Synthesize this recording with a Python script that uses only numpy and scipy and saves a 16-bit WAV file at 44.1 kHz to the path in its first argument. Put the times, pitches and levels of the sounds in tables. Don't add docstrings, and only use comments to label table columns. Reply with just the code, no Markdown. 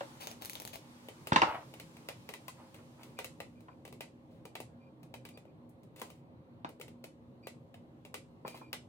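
import sys
import numpy as np
from scipy import signal
from scipy.fft import rfft, irfft, next_fast_len
from scipy.io import wavfile
from scipy.ndimage import uniform_filter1d

SR = 44100
rng = np.random.default_rng(int(sys.argv[2]) if len(sys.argv) > 2 else 0)


def transcribe(signal):
    frames = np.atleast_2d(signal).T
    limited = np.clip(frames, -1, 1)
    pcm = np.round(limited * 32767).astype(np.int16)
    wavfile.write(sys.argv[1], SR, pcm)


N = 391608

# (time [s], peak [dB], weight [dB],
# brightness [dB], clunk [dB], clunk pitch [Hz])
COUNTER_BLOWS = [(0.007, -28, -1, 1, -33.5, 530), (1.32, -12.5, -13, -7, -20, 136),
                 (1.33, -24, 32, 37, -50, 136), (1.36, -6.5, -4.5, 5.5, -23, 930),
                 (1.366, -29, -2, -29, -21.5, 1000), (1.4178, -10.5, -13, 2.5, -23, 815),
                 (1.423, -13.5, -3.5, -16, -27, 826), (1.432, -15.5, -20, -10.5, -24, 931),
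                 (2.481, -40, -1.5, -24, -41.5, 990), (3.683, -43, -5.5, -14, -47, 1230),
                 (6.016, -36.5, -2, -10, -37.5, 970), (6.646, -24.5, 5.5, -1, -46, 793),
                 (8.4492, -32, -8, -28, -38, 834), (8.543, -41, -2, -29, -42.5, 880),
                 (8.613, -42, -24, -35, -44, 960)]
# (frequency [Hz], level [dB], t60 [s])
COUNTER_MODES = [(136, 2.5, 0.037), (560, -3.5, 0.07), (847, 2.5, 0.02), (1022, 3.5, 0.05),
                 (1310, -3, 0.088), (2620, -2.5, 0.014), (3550, -11, .05)]
# (frequency [Hz], correlation [-1 to 1])
PORT_LIKENESS = [(60, 1), (180, 0.85), (550, 0.58), (1650, -0.47), (9000, -0.053), (13500, -0.59)]


def gain_of(db):
    return 10 ** (np.asarray(db) / 20)


def unit_rms(x):
    return x / np.sqrt(np.mean(x ** 2) + 1e-20)


def read(points, hz):
    f, value = np.transpose(points)
    return np.interp(np.log(hz + 1), np.log(f + 1), value)


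def add(mix, start_s, sound):
    part = mix[max(round(start_s * SR), 0):][:len(sound)]
    part += sound[:len(part)]


def coloured(x, spectrum):
    size = next_fast_len(len(x))
    return irfft(rfft(x, size) * gain_of(read(spectrum, np.fft.rfftfreq(size, 1 / SR))), size)[:len(x)]


def causal(gain):
    log_gain = np.log(np.r_[gain, gain[-2:0:-1]] + 1e-5)
    return gain * np.exp(-1j * signal.hilbert(log_gain).imag[:len(gain)])


def ringing(modes):
    t = np.arange(6000) / SR
    rings = np.array([gain_of(db - 60 * t / t60) * np.sin(2 * np.pi * hz * t) for hz, db, t60 in modes])
    return rings / np.linalg.norm(rings)


def blows(events, spectrum, modes, ring_db, low_hz, high_hz, rise, tick, contact_ms):
    firm_db, shorter_per_db = -28, .015
    out, hz = np.zeros((2, N)), np.fft.rfftfreq(8192, 1 / SR)
    t_ms = np.arange(8192) * 1000 / SR
    low, high = 1 / (1 + (hz / low_hz) ** 4), 1 / (1 + (high_hz / (hz + 1)) ** 4)
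    body = causal(unit_rms(gain_of(read(spectrum, hz))))
    rings = rfft(ringing(modes), 8192)
    for start_s, peak_db, weight_db, bright_db, *_ in events:
        noise = rng.standard_normal(8192)
        decay_ms = contact_ms * np.exp(-shorter_per_db * (peak_db - firm_db))
        burst = noise * (1 - np.exp(-t_ms / (rise * decay_ms))) * np.exp(-t_ms / decay_ms)
        edge = tick * min(contact_ms / decay_ms, 1) ** 2
        burst[round(rise * decay_ms * SR / 1000)] += edge * np.linalg.norm(burst)
        spot = gain_of(ring_db + 3.5 * noise[:len(modes)])
        colour = (body + spot @ rings) * causal(gain_of(low * weight_db + high * bright_db))
        blow = irfft(rfft(burst) * colour)
        click = irfft((np.linalg.norm(burst) + .5 * rfft(burst)) * colour)
        usual_peak = 2.3 * np.sqrt(uniform_filter1d(blow ** 2, 130).max())
        add(out[0], start_s, gain_of(peak_db) * blow / usual_peak)
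        add(out[1], start_s, gain_of(peak_db) * click / usual_peak)
    return out


def friction(strokes, spectrum, grains_per_s, spread_db, rise_share, fade_db):
    level = np.zeros(N)
    for start_s, length_s, db in strokes:
        progress = np.linspace(0, 1, round(length_s * SR))
        easing_db = fade_db * np.maximum(progress - rise_share, 0)
        pressure = np.minimum(progress / rise_share, 1) * gain_of(db - easing_db)
        add(level, start_s, pressure * signal.windows.tukey(len(progress), .1))
    sizes = gain_of(spread_db * np.minimum(rng.exponential(1, N), 4)) * rng.standard_normal(N)
    grains = sizes * (rng.random(N) < grains_per_s / SR)
    return level * unit_rms(coloured(grains, spectrum))


def diffuse_noise(spectrum, patchy_db):
    frames, hz = N // 512 + 5, np.fft.rfftfreq(2048, 1 / SR)
    a, b, c, d, patches = rng.standard_normal((frames, 1025, 5)).T
    patches = unit_rms(uniform_filter1d(uniform_filter1d(patches, 20, axis=0), 6, axis=1))
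    likeness = np.clip(read(PORT_LIKENESS, hz), -1, 1)[:, None]
    left, unrelated = a + 1j * b, c + 1j * d
    ports = np.array([left, likeness * left + np.sqrt(1 - likeness ** 2) * unrelated])
    ports *= gain_of(read(spectrum, hz)[:, None] + patchy_db * patches)
    return unit_rms(signal.istft(ports, nperseg=2048, noverlap=1536)[1][:, :N])


def room_tone():
    # (frequency [Hz], level [dB])
    murmur_spectrum = [(55, -19), (110, -3.5), (200, -7.5), (320, -10.5), (560, -16), (1050, -21.5),
                       (1400, -32), (4400, -42.5), (5400, -64), (11000, -60.5), (13300, -47), (14500, -69)]
    hiss_spectrum = [(500, -30.5), (866, 3.5), (1530, -5.5), (3150, -7.5), (12000, -16.5), (15800, -20)]
    # (time [s], level [dB])
    hiss_fade = [(0.0, -56.5), (0.4, -63), (1.5, -61.5), (2.6, -65.5), (3.301, -69.5), (3.8, -78.5),
                 (5.0, -84), (6.5, -85.5), (8.88, -79.5)]
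    # (frequency [Hz], filter width [Hz], level [dB])
    drone_bands = [(130.4, 23, -65.5), (165.2, 3.3, -70.5), (240.6, 7.3, -63), (310.9, 45, -66.5),
                   (536, 35, -70)]
    drones = np.zeros(N)
    for hz, width_hz, db in drone_bands:
        resonance = signal.iirpeak(hz, hz / width_hz, SR)
        band = signal.lfilter(*resonance, rng.standard_normal(N))
        drones += gain_of(db) * unit_rms(signal.lfilter(*resonance, band))
    hiss_db = np.interp(np.arange(N) / SR, *np.transpose(hiss_fade))
    hiss = gain_of(hiss_db) * diffuse_noise(hiss_spectrum, patchy_db=1.1)
    murmur = gain_of(-58.5) * diffuse_noise(murmur_spectrum, patchy_db=1.5)
    return murmur + drones * gain_of([[-.6], [.6]]) + hiss


def counter_knocks():
    # (frequency [Hz], level [dB])
    tile = [(60, -49.5), (125, -13), (286, -3.5), (462, -10), (963, -5), (1420, -9.5), (2830, -18),
            (4500, -26.5), (12000, -58)]
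    return blows(COUNTER_BLOWS, tile, COUNTER_MODES, ring_db=-18, low_hz=530, high_hz=1887,
                 rise=0.36, tick=0.39, contact_ms=3.9)


def counter_clunks():
    out, rings = np.zeros(N), ringing(COUNTER_MODES)
    push, settle_s = np.hanning(20), 0.0036
    settling = np.exp(-np.arange(SR // 20) / (settle_s * SR))
    bass_cut = signal.butter(2, 100, "high", fs=SR)
    for start_s, *_, peak_db, hz in COUNTER_BLOWS:
        octaves_away = abs(np.log2(np.transpose(COUNTER_MODES)[0] / hz))
        ring = gain_of(-22 * octaves_away) @ rings
        rattle = np.convolve(push, rng.standard_normal(len(settling)) * settling)
        clunk = signal.lfilter(*bass_cut, signal.oaconvolve(ring, rattle))
        add(out, start_s, gain_of(peak_db) * clunk / abs(clunk).max())
    return out


def plastic_crackle():
    # (time [s], peak [dB], weight [dB], brightness [dB])
    snaps = [(0.2717, -24, -2, -2), (0.3141, -32, 3, 2), (0.4217, -28, -3, 7.5), (0.449, -29, -8, 4),
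             (0.4572, -26.5, -27, 7.5), (0.4973, -22.5, -12.5, 10), (0.533, -27, -5, 11.5),
             (0.5541, -27, -2, -4), (0.6005, -27.5, 2, 4.5), (0.6202, -33, -5, 10), (0.6516, -26, 3.5, 8.5),
             (0.6759, -29.5, -10, 4), (0.757, -30, 1, 5)]
    # (time [s], length [s], level [dB])
    rustles = [(.198, 0.071, -44), (.3, 0.034, -51), (.408, 0.061, -49), (.5, 0.28, -59.5),
               (.728, 0.039, -44)]
    # (frequency [Hz], level [dB])
    crinkle = [(300, 3), (800, 10.5), (1500, -0.5), (2680, 2.5), (4200, 1.5), (8900, -7), (15500, -3)]
    # (frequency [Hz], level [dB], t60 [s])
    modes = [(2570, 4, 0.058)]
    snapping = blows(snaps, crinkle, modes, ring_db=-27, low_hz=910, high_hz=9100,
                     rise=0.5, tick=0.95, contact_ms=0.62)
    rustling = friction(rustles, crinkle, grains_per_s=11000, spread_db=0.5, rise_share=0.22, fade_db=14)
    return snapping + rustling


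def spatula_on_pot():
    # (time [s], peak [dB], weight [dB], brightness [dB])
    taps = [(1.085, -34.5, 4, 2.5), (1.2706, -29, 0.5, 2.5), (1.7377, -40, -1, 0), (1.7981, -37, -1, 2),
            (1.9671, -45.5, -1, 1), (2.0865, -29, 0.5, -1.5), (2.2894, -33.5, 3, -0.5),
            (2.337, -33.5, -7, -2.5), (2.4805, -34, -16, 6.5), (2.7431, -44.5, -7, 1),
            (3.0319, -42.5, -2, 1.5), (3.1884, -27.5, -0.5, -3), (3.244, -30.5, -3.5, 5),
            (3.4023, -29.5, -0.5, -4), (3.605, -50.5, 8, 6), (3.851, -39, 4, 1.5), (3.8764, -41.5, 1, 1),
            (3.9252, -41.5, 5, 3), (4.0067, -31.5, -6.5, -2), (4.4527, -39, 9, 4),
            (4.5527, -31.5, -6.5, -5.5), (4.6019, -30.5, 9.5, 5.5), (5.03, -50, 2.5, 4.5),
            (5.1397, -35, -4, -1.5), (5.2509, -39, -7, -2), (5.288, -45.5, -3, 4), (5.3734, -41, 5, 1.5),
            (5.452, -47, 11, -7), (5.692, -58.5, -1.5, 51.5), (5.832, -58, -2, 6.5), (5.9607, -47.5, -1, 6),
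            (5.996, -44, 3, 13), (6.0153, -31.5, 6.5, 7), (6.101, -44.5, -4, 4), (6.6897, -41, 10.5, 3.5),
            (6.7978, -40.5, 16, 5), (6.8121, -35.5, -10.5, 1.5), (6.88, -44, -0.5, -1), (7.0401, -36, 2, 4),
            (7.4698, -31, -1.5, 1), (7.7417, -44, 0, -5.5), (8.05, -42.5, 3, -0.5),
            (8.1417, -29.5, -3.5, 0), (8.478, -33, 3, 3.5), (8.7295, -24.5, -10.5, -3.5)]
    # (time [s], length [s], level [dB])
    scrapes = [(2.738, 0.085, -61), (2.985, 0.23, -62), (4.29, 0.2, -74), (5.95, 0.26, -58.5),
               (8.455, 0.13, -53.5), (8.54, 0.11, -55)]
    # (frequency [Hz], level [dB])
    steel = [(180, -31), (300, -10), (532, -1.5), (1040, -11.5), (1760, -18), (2050, -9.5), (2900, -12),
             (6130, -23.5), (14700, -23.5)]
    # (frequency [Hz], level [dB], t60 [s])
    modes = [(528, 6, 0.04), (935, -2, .05), (2050, -1, .03), (2430, -3, .06), (2700, 1, .04),
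             (3020, -2, .04)]
    tapping = blows(taps, steel, modes, ring_db=-13, low_hz=906, high_hz=4000,
                    rise=0.75, tick=0.62, contact_ms=1.9)
    scraping = friction(scrapes, steel, grains_per_s=33000, spread_db=8.5, rise_share=0.14, fade_db=25.5)
    return tapping + scraping


def counter_slides():
    # (time [s], length [s], level [dB])
    slides = [(1.44, 0.2, -36), (1.542, 0.026, -34.5), (2.56, 0.18, -58.5), (2.78, 0.061, -58.5),
              (2.97, 0.13, -59.5)]
    # (frequency [Hz], level [dB])
    drag = [(300, -11.5), (650, 3.5), (900, 6), (1200, -0.5), (1700, -8.5), (2500, -8.5), (6000, -38.5)]
    return friction(slides, drag, grains_per_s=7500, spread_db=2.5, rise_share=0.24, fade_db=29)


def spatula_squeaks():
    # (time [s], length [s], level [dB], second partial against the first [dB])
    squeaks = [(3.166, 0.04, -54, -15), (3.552, 0.046, -73, -20.5), (3.683, 0.059, -69, -11),
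               (4.446, 0.065, -69, -12.5), (4.792, 0.11, -73.5, -11.5), (5.291, 0.039, -66, -25),
               (5.331, 0.052, -70, 2), (5.473, 0.045, -75, -15), (7.425, 0.048, -63.5, -2),
               (8.44, 0.13, -61, -5.5), (8.6, 0.11, -64.5, -17)]
    out, partials_hz = np.zeros(N), (2410, 4640, 7500)
    for start_s, length_s, level_db, second_db in squeaks:
        t = np.arange(0, length_s, 1 / SR)
        wavers = unit_rms(uniform_filter1d(rng.standard_normal((3, len(t))), 220, axis=1))
        tone = sum(gain_of(db) * (1 + .6 * waver) * np.sin(2 * np.pi * hz * t + .4 * waver[::-1])
                   for hz, db, waver in zip(partials_hz, (0, second_db, -22), wavers))
        add(out, start_s, gain_of(level_db) * tone * signal.windows.tukey(len(t), .4))
    return out * gain_of([[0], [-9]])


def kitchen_echo(x):
    # (frequency [Hz], t60 [s])
    decay = [(250, 0.24), (1000, 0.14), (3000, 0.21), (8000, .25), (15000, 0.08)]
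    # (frequency [Hz], level [dB])
    strength = [(300, -5), (1000, -0.5), (3000, -3.5), (8000, -0.5)]
    echoes = np.zeros((2, SR // 2))
    arrivals = np.arange(100, SR // 2 - 20, 20) + rng.integers(0, 20, (2, (SR // 2 - 101) // 20))
    np.put_along_axis(echoes, arrivals, rng.choice([-1., 1.], arrivals.shape), 1)
    hz, t, ports = signal.stft(echoes, SR, nperseg=256)
    likeness = np.clip(read(PORT_LIKENESS, hz), 0, 1)[:, None]
    ports[1] = likeness * ports[0] + np.sqrt(1 - likeness ** 2) * ports[1]
    tail_db = read(strength, hz)[:, None] - 60 * t / read(decay, hz)[:, None]
    tail = signal.istft(ports * gain_of(tail_db), SR, nperseg=256)[1]
    return signal.oaconvolve(x[None], tail / np.sqrt(arrivals.shape[1] / 40), axes=1)[:, :N]


def placed(x, lead_ms, left_db, room_db):
    moves_per_s = .7
    direct, room_feed = np.broadcast_to(x, (2, N))
    delay = np.sinc(np.arange(-64, 65) - lead_ms * SR / 1000) * np.hanning(129)
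    ports = np.array([direct, signal.oaconvolve(direct, delay, "same")])
    turn = 2 * np.pi * moves_per_s * np.arange(N) / SR
    room = sum(kitchen_echo(room_feed * np.sqrt(2 / 3) * np.cos(turn + k * np.pi / 3)) for k in range(3))
    return ports * gain_of([[left_db / 2], [-left_db / 2]]) + gain_of(room_db) * room


def scene():
    return (room_tone()
            + placed(counter_knocks() + spatula_squeaks(), lead_ms=-.35, left_db=0, room_db=-1)
            + placed(counter_clunks() + counter_slides(), lead_ms=-0.082, left_db=1, room_db=-2)
            + placed(plastic_crackle(), lead_ms=0.46, left_db=2, room_db=-2)
            + placed(spatula_on_pot(), lead_ms=0.13, left_db=2.5, room_db=1))


def record(dry):
    low_cut_hz, high_cut_hz = 58, 16400
    thinned = signal.lfilter(*signal.butter(3, low_cut_hz, "high", fs=SR), dry)
    band_limit = signal.firwin(201, high_cut_hz, window=("kaiser", 9), fs=SR)
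    return signal.oaconvolve(thinned, band_limit[None], "same")


dry = scene()
out = record(dry)
transcribe(out)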